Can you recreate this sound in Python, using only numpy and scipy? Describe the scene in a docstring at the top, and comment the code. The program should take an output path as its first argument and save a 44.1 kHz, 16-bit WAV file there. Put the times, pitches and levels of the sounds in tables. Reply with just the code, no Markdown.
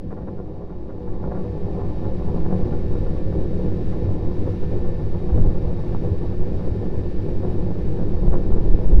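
"""A rocket climbs high overhead: large eddies of its plume rumble and boom, synthesized as coloured noise.
Its shock fronts, random impulses dulled by miles of air, form a crackling roar with volleys and single cracks.
Resonant surroundings ring with these sounds. Gusts buffet the outdoor microphone as low noise with slow swings,
and a small fan close by adds faint sine tones and hiss. The whole sound is faded up early on."""
import sys
import numpy as np
from scipy import signal
from scipy.fft import rfft, irfft
from scipy.io import wavfile
from scipy.ndimage import uniform_filter1d

SR = 44100
rng = np.random.default_rng(int(sys.argv[2]) if len(sys.argv) > 2 else 0)


def wav_out(sig):
    """Save sig, one row per channel (or a flat mono array), as 16-bit PCM at SR to the path in sys.argv[1]."""
    wavfile.write(sys.argv[1], SR, np.round(np.clip(np.atleast_2d(sig).T, -1, 1) * 32767).astype(np.int16))


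N = 396900  # length in samples

# All source levels are before the fader; spectra in dB per Hz give relative power density.

# Tones of the fan. Each row: frequency in Hz, level in dB relative to FAN_DB.
FAN_TONES = [(1718, -12.5), (1779, -1.5), (2625, -20.5), (2668, -18), (3368, -20.5), (3615, -19),
             (3680, -20), (3791, -12), (3850, -16), (4295, -21.5), (4330, -22), (4412, -19.5), (4435, -20),
             (4472, -17.5), (4525, -18.5), (4587, -20), (4646, -20), (4798, -19.5), (4857, -21),
             (5068, -21.5), (6874, -29.5)]
# Spectrum of the fan's moving air. Each row: frequency in Hz, density in dB per Hz.
HISS_SPECTRUM = [(200, 6), (1300, 2), (1850, 0), (1980, -3), (2150, 0.5), (3000, -6), (3500, -7),
                 (3800, -5.5), (4120, -10.5), (4550, -9.5), (5700, -13), (6650, -20.5), (7650, -21),
                 (8200, -30), (9200, -22), (9600, -21), (11000, -28), (15500, -36)]
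# Course of the hiss. Each row: time in seconds, level in dB.
HISS_LEVELS = [(0.8, -53.5), (1.25, -54), (1.8, -54.5), (2.1, -54), (3.7, -54), (3.92, -52.5),
               (4.15, -54.5), (4.42, -53), (4.65, -53), (4.95, -54.5), (5.7, -54.5), (5.9, -53.3),
               (6.2, -54), (7.4, -54), (8.3, -54), (8.9, -54)]
FAN_DB = -63  # reference level of the tones
FINE_TONE_HZ, FINE_TONE_DB = 17, 1.5  # weaker tones in the hiss: spacing and typical lift

# Breeze on the microphone. Each row: time in seconds, level in dB.
BREEZE_LEVELS = [(0.3, -37), (1.8, -38), (2.6, -33.5), (3.7, -34.5), (5.0, -33.5), (6.15, -37.5),
                 (7.2, -34), (8.0, -30)]
# Gusts, each one heave of air. Each row: start in seconds, length in seconds, level in dB.
GUST_EVENTS = [(0.695, 0.13, -24), (1.048, 0.18, -25), (2.305, 0.27, -29), (2.598, 0.12, -20.5),
               (2.895, 0.19, -27.5), (4.69, 0.38, -32.5), (5.255, 0.13, -22.5), (5.374, .17, -14.5),
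               (5.56, 0.13, -22), (5.843, 0.15, -26.5), (6.32, 0.18, -24.5), (8.06, 0.17, -26.5),
               (8.201, 0.16, -12), (8.34, .36, -20.5), (8.648, 0.18, -14.5), (8.842, .11, -13.5),
               (8.9, .2, -8.5)]
# Spectrum of the wind's flutter. Each row: frequency in Hz, density in dB per Hz.
FLUTTER_SPECTRUM = [(8, -41), (18, 6.5), (28, -6), (50, -11.5), (100, -22.5), (200, -32), (500, -54),
                    (8000, -150)]
GUST_ATTACK_S, GUST_RELEASE_S = 0.048, 0.074

# Resonances of the surroundings. Each row: centre in Hz, half width in Hz, lift at the start in dB,
# lift at the end in dB.
RESONANCES = [(58.6, 20.3, 21, 11), (98.1, 14.4, 21, 21), (151.1, 17.9, 16.5, 19.5),
              (184.46, 19.7, 18.5, 17.5), (231.5, 23, 6, 7.5), (309.7, 9.6, 10.5, 10.5),
              (354.4, 14.3, 12.5, 14.5), (401.3, 19, 10.5, 9), (449, 20, -2, 4.5), (485, 16.4, 11, 8.5),
              (534.4, 10.5, 11, 6.5), (586.4, 10, 5.5, 4), (635.4, 12, 5.5, 7), (721, 18, 7, 6.5),
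              (746, 12, 10, 1), (784, 20, 4, 9.5), (850.2, 19, 13, 9), (904, 12, 1.5, 4), (962, 19, 4, 8),
              (1028, 24, 9.5, 7), (1136.6, 21, 10.5, 6.5), (1200, 12, 3, 1.5), (1280, 23, -2, 4),
              (1400, 20, 9, 9), (1670, 27, 4, 4)]
# Plume spectrum after the long path through air. Each row: frequency in Hz, density in dB per Hz.
FAR_AIR_SPECTRUM = [(30, -4.5), (130, -15), (300, -8.5), (500, -12), (650, -25), (900, -29.5), (1200, -37),
                    (1420, -46), (1700, -51), (2400, -59), (5000, -100)]

# Single steep shocks. Each row: start in seconds, peak in dB, edge (low-pass cutoff) in Hz;
# the steeper the front, the higher its edge.
CRACK_EVENTS = [(0.128, -13, 1100), (0.137, -19, 900), (0.181, -25, 1400), (0.187, -24, 1100),
                (0.233, -17, 900), (0.294, -21, 1210), (0.391, -13, 700), (0.401, -12, 800),
                (1.241, -12.5, 900), (1.262, -16.5, 398), (1.321, -17, 1300), (1.353, -15, 1000),
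                (1.377, -18, 1300), (1.818, -18, 1180), (2.055, -21, 1200), (2.089, -28, 700),
                (2.158, -27, 900), (2.286, -19, 850), (2.36, -26, 597), (2.382, -26, 750),
                (2.462, -21, 1000), (2.507, -23, 800), (2.527, -13, 1000), (2.539, -22.5, 704),
                (2.726, -21.5, 1000), (2.953, -18.5, 600), (3.213, -18.5, 450), (3.353, -19, 700),
                (4.091, -19, 650), (4.425, -23, 656), (4.476, -18, 750), (5.341, -22.5, 700),
                (5.382, -15.5, 600), (5.729, -21, 700), (5.948, -16.5, 1590), (6.05, -18, 800),
                (6.075, -20, 700), (6.611, -26, 1700), (7.263, -19, 447), (7.449, -16, 550),
                (7.716, -19, 950), (8.030, -25, 950), (8.279, -15.5, 596), (8.341, -15.5, 1150),
                (8.505, -16.5, 500), (8.523, -18, 1400), (8.789, -17.5, 700)]
# Spectrum of a crack ahead of its edge filter. Each row: frequency in Hz, density in dB per Hz.
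CRACK_SPECTRUM = [(30, -18), (120, 3), (400, 6.5), (650, -1.5), (1100, -6.5), (1850, -24.5), (2300, -25.5),
                  (5000, -50)]
# A crack comes mostly straight from the sky: share of the resonances' dB lift, length kept in seconds.
CRACK_RING_SHARE, CRACK_TAIL_S = 0.65, 0.1

# Volleys of strong shocks. Each row: start in seconds, length in seconds (before half a release is added),
# level in dB before VOLLEY_MAKEUP_DB and the shocks' colour.
VOLLEY_EVENTS = [(0.1, 0.035, -26.5), (0.162, .026, -29.5), (0.208, .025, -32), (0.269, 0.025, -26.5),
                 (0.367, 0.033, -33), (0.612, 0.019, -37), (0.686, 0.022, -36.5), (0.887, .022, -30),
                 (1.07, 0.017, -33.5), (1.222, 0.03, -31.5), (1.302, .026, -29.5), (1.338, 0.042, -31),
                 (1.785, .035, -36.5), (2.038, 0.033, -36.5), (2.28, 0.021, -40), (2.445, .025, -35),
                 (2.504, .04, -34), (2.715, 0.025, -38), (2.942, 0.026, -39), (3.05, 0.027, -39.5),
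                 (3.317, .02, -37), (3.917, .028, -37), (4.452, .03, -37.5), (4.627, 0.019, -39),
                 (4.838, 0.027, -38.5), (5.286, 0.02, -37), (5.37, 0.025, -36), (5.503, 0.017, -43),
                 (5.92, .04, -38.5), (6.04, .04, -36.5), (6.585, 0.072, -38), (7.419, 0.036, -37.5),
                 (7.695, .03, -41), (7.967, .06, -38), (8.164, .014, -42), (8.255, .028, -44),
                 (8.317, .04, -28), (8.505, .03, -40), (8.563, 0.027, -39), (8.768, 0.019, -44)]
# Strong shocks stay steeper and keep more treble. Each row: frequency in Hz, density in dB per Hz.
SHOCK_SPECTRUM = [(30, -23), (150, -2.5), (500, 8), (700, 0.5), (1200, -6), (1850, -13), (2300, -27.5),
                  (5000, -59.5)]
VOLLEY_ATTACK_S, VOLLEY_RELEASE_S = 0.0086, 0.01403
VOLLEY_MAKEUP_DB = 34.5  # makes up for the loss through the shocks' colour

# Booms of single large eddies. Each row: start in seconds, length in seconds, level in dB, pitch in Hz.
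BOOM_EVENTS = [(0.167, 0.11, -25.5, 62), (1.204, 0.11, -23.5, 161), (1.22, 0.15, -31, 65),
               (2.217, 0.59, -32.5, 188.6), (3.058, 0.086, -28, 95), (3.298, 0.12, -25.5, 64.6),
               (3.567, 0.15, -29, 186), (4.036, 0.11, -19.5, 95), (4.436, 0.1, -21.5, 96),
               (4.742, 0.063, -29.5, 345), (5.307, 0.15, -19.5, 60.4), (5.368, 0.086, -22, 143),
               (5.327, 0.25, -34, 247), (5.346, 0.22, -25, 101), (5.946, 0.086, -25, 97),
               (6.033, 0.13, -18.5, 98), (6.697, 0.082, -25, 100), (7.62, 0.073, -25, 183),
               (8.312, 0.064, -30.5, 161), (8.475, 0.35, -34.5, 342), (8.54, 0.062, -24, 154),
               (8.877, 0.23, -32, 110)]
BOOM_ATTACK_S, BOOM_RELEASE_S, BOOM_OCTAVES = 0.027, 0.058, 0.5  # last: bandwidth in octaves

# Slow swells of the plume. Each row: time in seconds, roar level in dB before ROAR_TRIM_DB,
# crackle level in dB; both before the flicker.
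PLUME_LEVELS = [(0.05, -31, -48), (0.13, -30, -45), (0.25, -30.5, -43.5), (0.55, -30, -41),
                (0.8, -30.5, -42.5), (1.0, -28.5, -40), (1.13, -32, -44.5), (1.22, -31.5, -40),
                (1.38, -31.5, -43), (1.47, -31, -44.5), (1.75, -32, -43), (1.95, -35, -43.5),
                (2.07, -30.5, -43.5), (2.22, -34.5, -44), (2.5, -31.5, -43), (2.85, -32, -48),
                (3.2, -33.5, -47.5), (3.35, -29.5, -47.5), (3.5, -32.5, -51.5), (3.65, -30.5, -47.5),
                (3.85, -32.5, -50), (4.2, -31.5, -45.5), (4.33, -32.5, -48), (4.45, -29.5, -47.5),
                (4.6, -36, -52.5), (4.8, -31.5, -47.5), (5.08, -35.5, -48.5), (5.4, -31, -46),
                (5.8, -35, -46), (6.03, -32.5, -46.5), (6.25, -35, -50), (6.6, -32.5, -46.5),
                (7.15, -33.5, -52), (7.5, -30.5, -46), (7.85, -33.5, -48), (8.0, -31, -49.5),
                (8.15, -32, -47), (8.6, -32, -46.5), (8.87, -34.5, -46.5), (8.98, -28.5, -48.5)]
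# Slow swells of the rumble under the roar. Each row: time in seconds, level in dB before the flicker.
RUMBLE_LEVELS = [(0.2, -27), (0.6, -33), (1.0, -31.5), (1.5, -32), (1.95, -33.5), (2.3, -32), (2.9, -33.5),
                 (3.8, -32), (4.42, -34.5), (4.7, -34), (5.1, -34.5), (5.45, -33), (5.8, -34.5),
                 (6.05, -32.5), (6.25, -37.5), (6.5, -32.5), (6.9, -34.5), (7.15, -36), (7.45, -33.5),
                 (8.0, -31.5), (8.25, -34), (8.6, -33.5)]
DEEP_DB, BOOM_BAND_DB = -32, -32  # the two lowest bands hold a steady level
ROAR_TRIM_DB = -1.0
# Turbulent air makes the sound flicker: random levels per second, rms depths in dB.
FLICKER_PER_S, ROAR_FLICKER_DB, CRACKLE_FLICKER_DB = 28, 0.78, 1.35

# Fader that brings the whole sound up. Each row: time in seconds, gain in dB.
FADER_GAINS = [(0.85, -8.5), (1.4, -2), (1.9, 0.1), (2.4, 1.5)]
TOP_HZ = 15700  # upper edge of the output


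def undb(db):
    """Amplitude gain is ten to the power of the decibels over twenty."""
    return 10 ** (np.asarray(db) / 20)


def unit(x):
    """Normalization divides a signal by its rms."""
    return x / np.sqrt(np.mean(x ** 2))


def curves(table):
    """Linear interpolation carries each column after the time to every sample."""
    seconds, *columns = np.transpose(table)
    return [np.interp(np.arange(N) / SR, seconds, column) for column in columns]


def bins():
    """Frequencies in Hz of a full-length spectrum, kept at 1 Hz or more."""
    return np.maximum(np.arange(N // 2 + 1) * SR / N, 1)


def slope(points):
    """A spectrum in dB is interpolated over logarithmic frequency."""
    hz, db = np.transpose(points)
    return np.interp(np.log(bins()), np.log(hz), db)


def colour(x, db):
    """Minimum phase: folding the cepstrum makes the filter causal, so resonances ring on afterwards."""
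    cepstrum = irfft(np.log(undb(db)), N)
    cepstrum[1:N // 2] *= 2
    cepstrum[N // 2 + 1:] = 0
    response = np.exp(rfft(cepstrum))
    return irfft(rfft(x) * response, N)


def band(x, low_hz, high_hz, order=8):
    """Butterworth magnitudes confine a sound to a band without shifting its phase."""
    f = bins()
    low_side = 1 + (low_hz / f) ** (2 * order)
    high_side = 1 + (f / high_hz) ** (2 * order)
    return irfft(rfft(x) / np.sqrt(low_side * high_side), N)


def walk(rate):
    """Random fluctuation: levels held 1 / rate seconds, smoothed by two moving averages to an rms of one."""
    hold = int(SR / rate)
    held = np.repeat(rng.standard_normal(N // hold + 1), hold)
    smoothed = uniform_filter1d(uniform_filter1d(held, hold), hold)
    return unit(smoothed[:N])


def steady(x, seconds):
    """Dividing by a running rms evens out slow swings and keeps the quick grain."""
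    power = uniform_filter1d(x ** 2, int(seconds * SR))
    return x / np.sqrt(power + 1e-18)


def swell(t, length_s, attack_s, release_s):
    """A linear envelope rises from t = 0, holds and dies away."""
    rise = t / attack_s
    fall = (length_s - t) / release_s
    return np.clip(np.minimum(rise, fall), 0, 1)


def fan():
    """Rotation: tones waver together with the motor's speed and flicker singly, over the hiss of moving air."""
    turning = np.cumsum(1 + 0.0003 * walk(rate=9)) / SR
    whine = np.zeros(N)
    for hz, db in FAN_TONES:
        level = undb(db + 1.0 * walk(rate=4))
        phase = 2 * np.pi * (hz * turning + rng.random())
        whine += level * np.sqrt(2) * np.sin(phase)

    # random narrow peaks make the hiss ring faintly
    peaks = rng.exponential(size=SR // 8)
    fine = np.interp(bins() / FINE_TONE_HZ, np.arange(SR // 8), peaks)
    hiss_db, = curves(HISS_LEVELS)
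    spectrum = slope(HISS_SPECTRUM) + FINE_TONE_DB * np.minimum(fine, 4)
    air = unit(colour(rng.standard_normal(N), spectrum))
    return whine * undb(FAN_DB) + air * undb(hiss_db + 0.55 * walk(rate=47))


def wind():
    """Wind pressure: breeze and gusts flutter on the microphone along with slow, heavy swings."""
    breeze_db, = curves(BREEZE_LEVELS)
    t = np.arange(N) / SR
    gusts = np.zeros(N)
    for start_s, length_s, db in GUST_EVENTS:
        gusts += undb(db) * swell(t - start_s, length_s, GUST_ATTACK_S, GUST_RELEASE_S)
    force = np.hypot(undb(breeze_db), gusts)
    flutter = steady(colour(rng.standard_normal(N), slope(FLUTTER_SPECTRUM)), seconds=0.072)
    swings = steady(band(rng.standard_normal(N), low_hz=2.0, high_hz=8.6, order=3), seconds=0.21)
    # the swings grow more slowly with the force than the flutter does
    return flutter * force + swings * undb(-4.0) * force ** 0.52


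def surroundings():
    """Resonance: Gaussian peaks add up in dB to one lift curve for the start and one for the end."""
    f = bins()
    shapes = np.array([np.exp(-((f - hz) / width) ** 2) for hz, width, _, _ in RESONANCES])
    lifts = np.array(RESONANCES)[:, 2:]
    return lifts.T @ shapes


def resound(x, points, rings):
    """Reverberant colouring: resonances shift in strength, by a crossfade, as the rocket moves on."""
    early, late = (colour(x, slope(points) + lift) for lift in rings)
    return early + (late - early) * np.arange(N) / N


def shocks(rate, spread_db):
    """Random arrivals: shock fronts at rate per second, many weak and a few strong."""
    arrives = rng.random(N) < rate / SR
    strength_db = spread_db * np.minimum(rng.standard_normal(N), 2)
    train = arrives * undb(strength_db)
    return unit(train - train.mean())


def cracks(rings):
    """Impulse response: each lone steep shock is a brief snap with a faint ring after it."""
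    spectrum = slope(CRACK_SPECTRUM) + CRACK_RING_SHARE * rings
    front = colour(signal.unit_impulse(N), spectrum)[:int(CRACK_TAIL_S * SR)]
    out = np.zeros(N + len(front))
    for start_s, db, edge_hz in CRACK_EVENTS:
        edge = signal.butter(2, edge_hz, fs=SR, output="sos")
        snap = signal.sosfilt(edge, front)
        start = int(start_s * SR)
        # inverted polarity
        out[start:start + len(snap)] -= undb(db) * snap / np.abs(snap).max()
    return out[:N]


def volleys(rings, count=36):
    """Superposition: each volley is a dense tumble of uneven shocks that swells and dies away."""
    train = np.zeros(N)
    for start_s, length_s, db in VOLLEY_EVENTS:
        whole_s = length_s + VOLLEY_RELEASE_S / 2
        lag = (np.arange(count) + rng.random(count)) / count * whole_s
        envelope = swell(lag, whole_s, VOLLEY_ATTACK_S, VOLLEY_RELEASE_S)
        strength = rng.standard_normal(count) * envelope
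        arrival = ((start_s + lag) * SR).astype(int)
        np.add.at(train, arrival, undb(db) * strength / np.linalg.norm(strength))
    return undb(VOLLEY_MAKEUP_DB) * resound(train, SHOCK_SPECTRUM, rings)


def booms(eddies):
    """Eddy scale: now and then one large eddy swells out as a narrow band; larger ones sound lower."""
    out = np.zeros(N)
    edge = 2 ** (BOOM_OCTAVES / 2)
    for start_s, length_s, db, hz in BOOM_EVENTS:
        span = np.arange(int(start_s * SR), min(int((start_s + length_s) * SR), N))
        passband = signal.butter(3, [hz / edge, hz * edge], "band", fs=SR, output="sos")
        # start early so that the filter has settled
        lead_in = max(span[0] - SR // 4, 0)
        eddy = signal.sosfilt(passband, eddies[lead_in:span[-1] + 1])[-len(span):]
        envelope = swell(span / SR - start_s, length_s, BOOM_ATTACK_S, BOOM_RELEASE_S)
        out[span] += unit(eddy) * undb(db) * envelope
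    return out


def plume(rings):
    """Jet noise: turbulence and dense shocks ring the surroundings; shocks dominate the higher bands."""
    roar_db, crackle_db = curves(PLUME_LEVELS)
    rumble_db, = curves(RUMBLE_LEVELS)
    flicker = walk(rate=FLICKER_PER_S)
    eddies = resound(rng.standard_normal(N), FAR_AIR_SPECTRUM, rings)
    uneven_shocks = shocks(rate=1100, spread_db=4) * undb(walk(rate=60))
    fronts = resound(uneven_shocks, FAR_AIR_SPECTRUM, rings)

    deep = steady(band(eddies, low_hz=41, high_hz=69), seconds=0.29)
    boom = steady(band(eddies, low_hz=88, high_hz=121.0), seconds=0.19)
    rumble_mix = eddies + undb(-5.5) * fronts
    rumble = steady(band(rumble_mix, low_hz=118.0, high_hz=257), seconds=0.14)
    roar_mix = fronts + undb(-7.5) * eddies
    roar = steady(band(roar_mix, low_hz=253.0, high_hz=628), seconds=0.11)
    crackle = steady(band(fronts, low_hz=618, high_hz=5000), seconds=0.13)

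    lowest = deep * undb(DEEP_DB) + boom * undb(BOOM_BAND_DB)
    middle = rumble * undb(rumble_db) + roar * undb(roar_db + ROAR_TRIM_DB)
    flickering_middle = middle * undb(ROAR_FLICKER_DB * flicker)
    return lowest + flickering_middle + crackle * undb(crackle_db + CRACKLE_FLICKER_DB * flicker)


def scene():
    """Superposition: the rocket, the wind and the fan add at one microphone."""
    rings = surroundings()
    mean_rings = rings.mean(axis=0)
    large_eddies = colour(rng.standard_normal(N), slope(FAR_AIR_SPECTRUM) + mean_rings)
    rocket = plume(rings) + booms(large_eddies) + volleys(rings) + cracks(mean_rings)
    return (rocket + wind() + fan())[None]


def record(dry):
    """Gain and saturation: the fader comes up, peaks near full scale are rounded off and the top is cut."""
    fader_db, = curves(FADER_GAINS)
    loud = dry * undb(fader_db)
    rounded = loud / (1 + loud ** 16) ** (1 / 16)
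    top_cut = signal.ellip(8, 0.2, 70, TOP_HZ, fs=SR, output="sos")
    return signal.sosfilt(top_cut, rounded)


dry = scene()
out = record(dry)
wav_out(out)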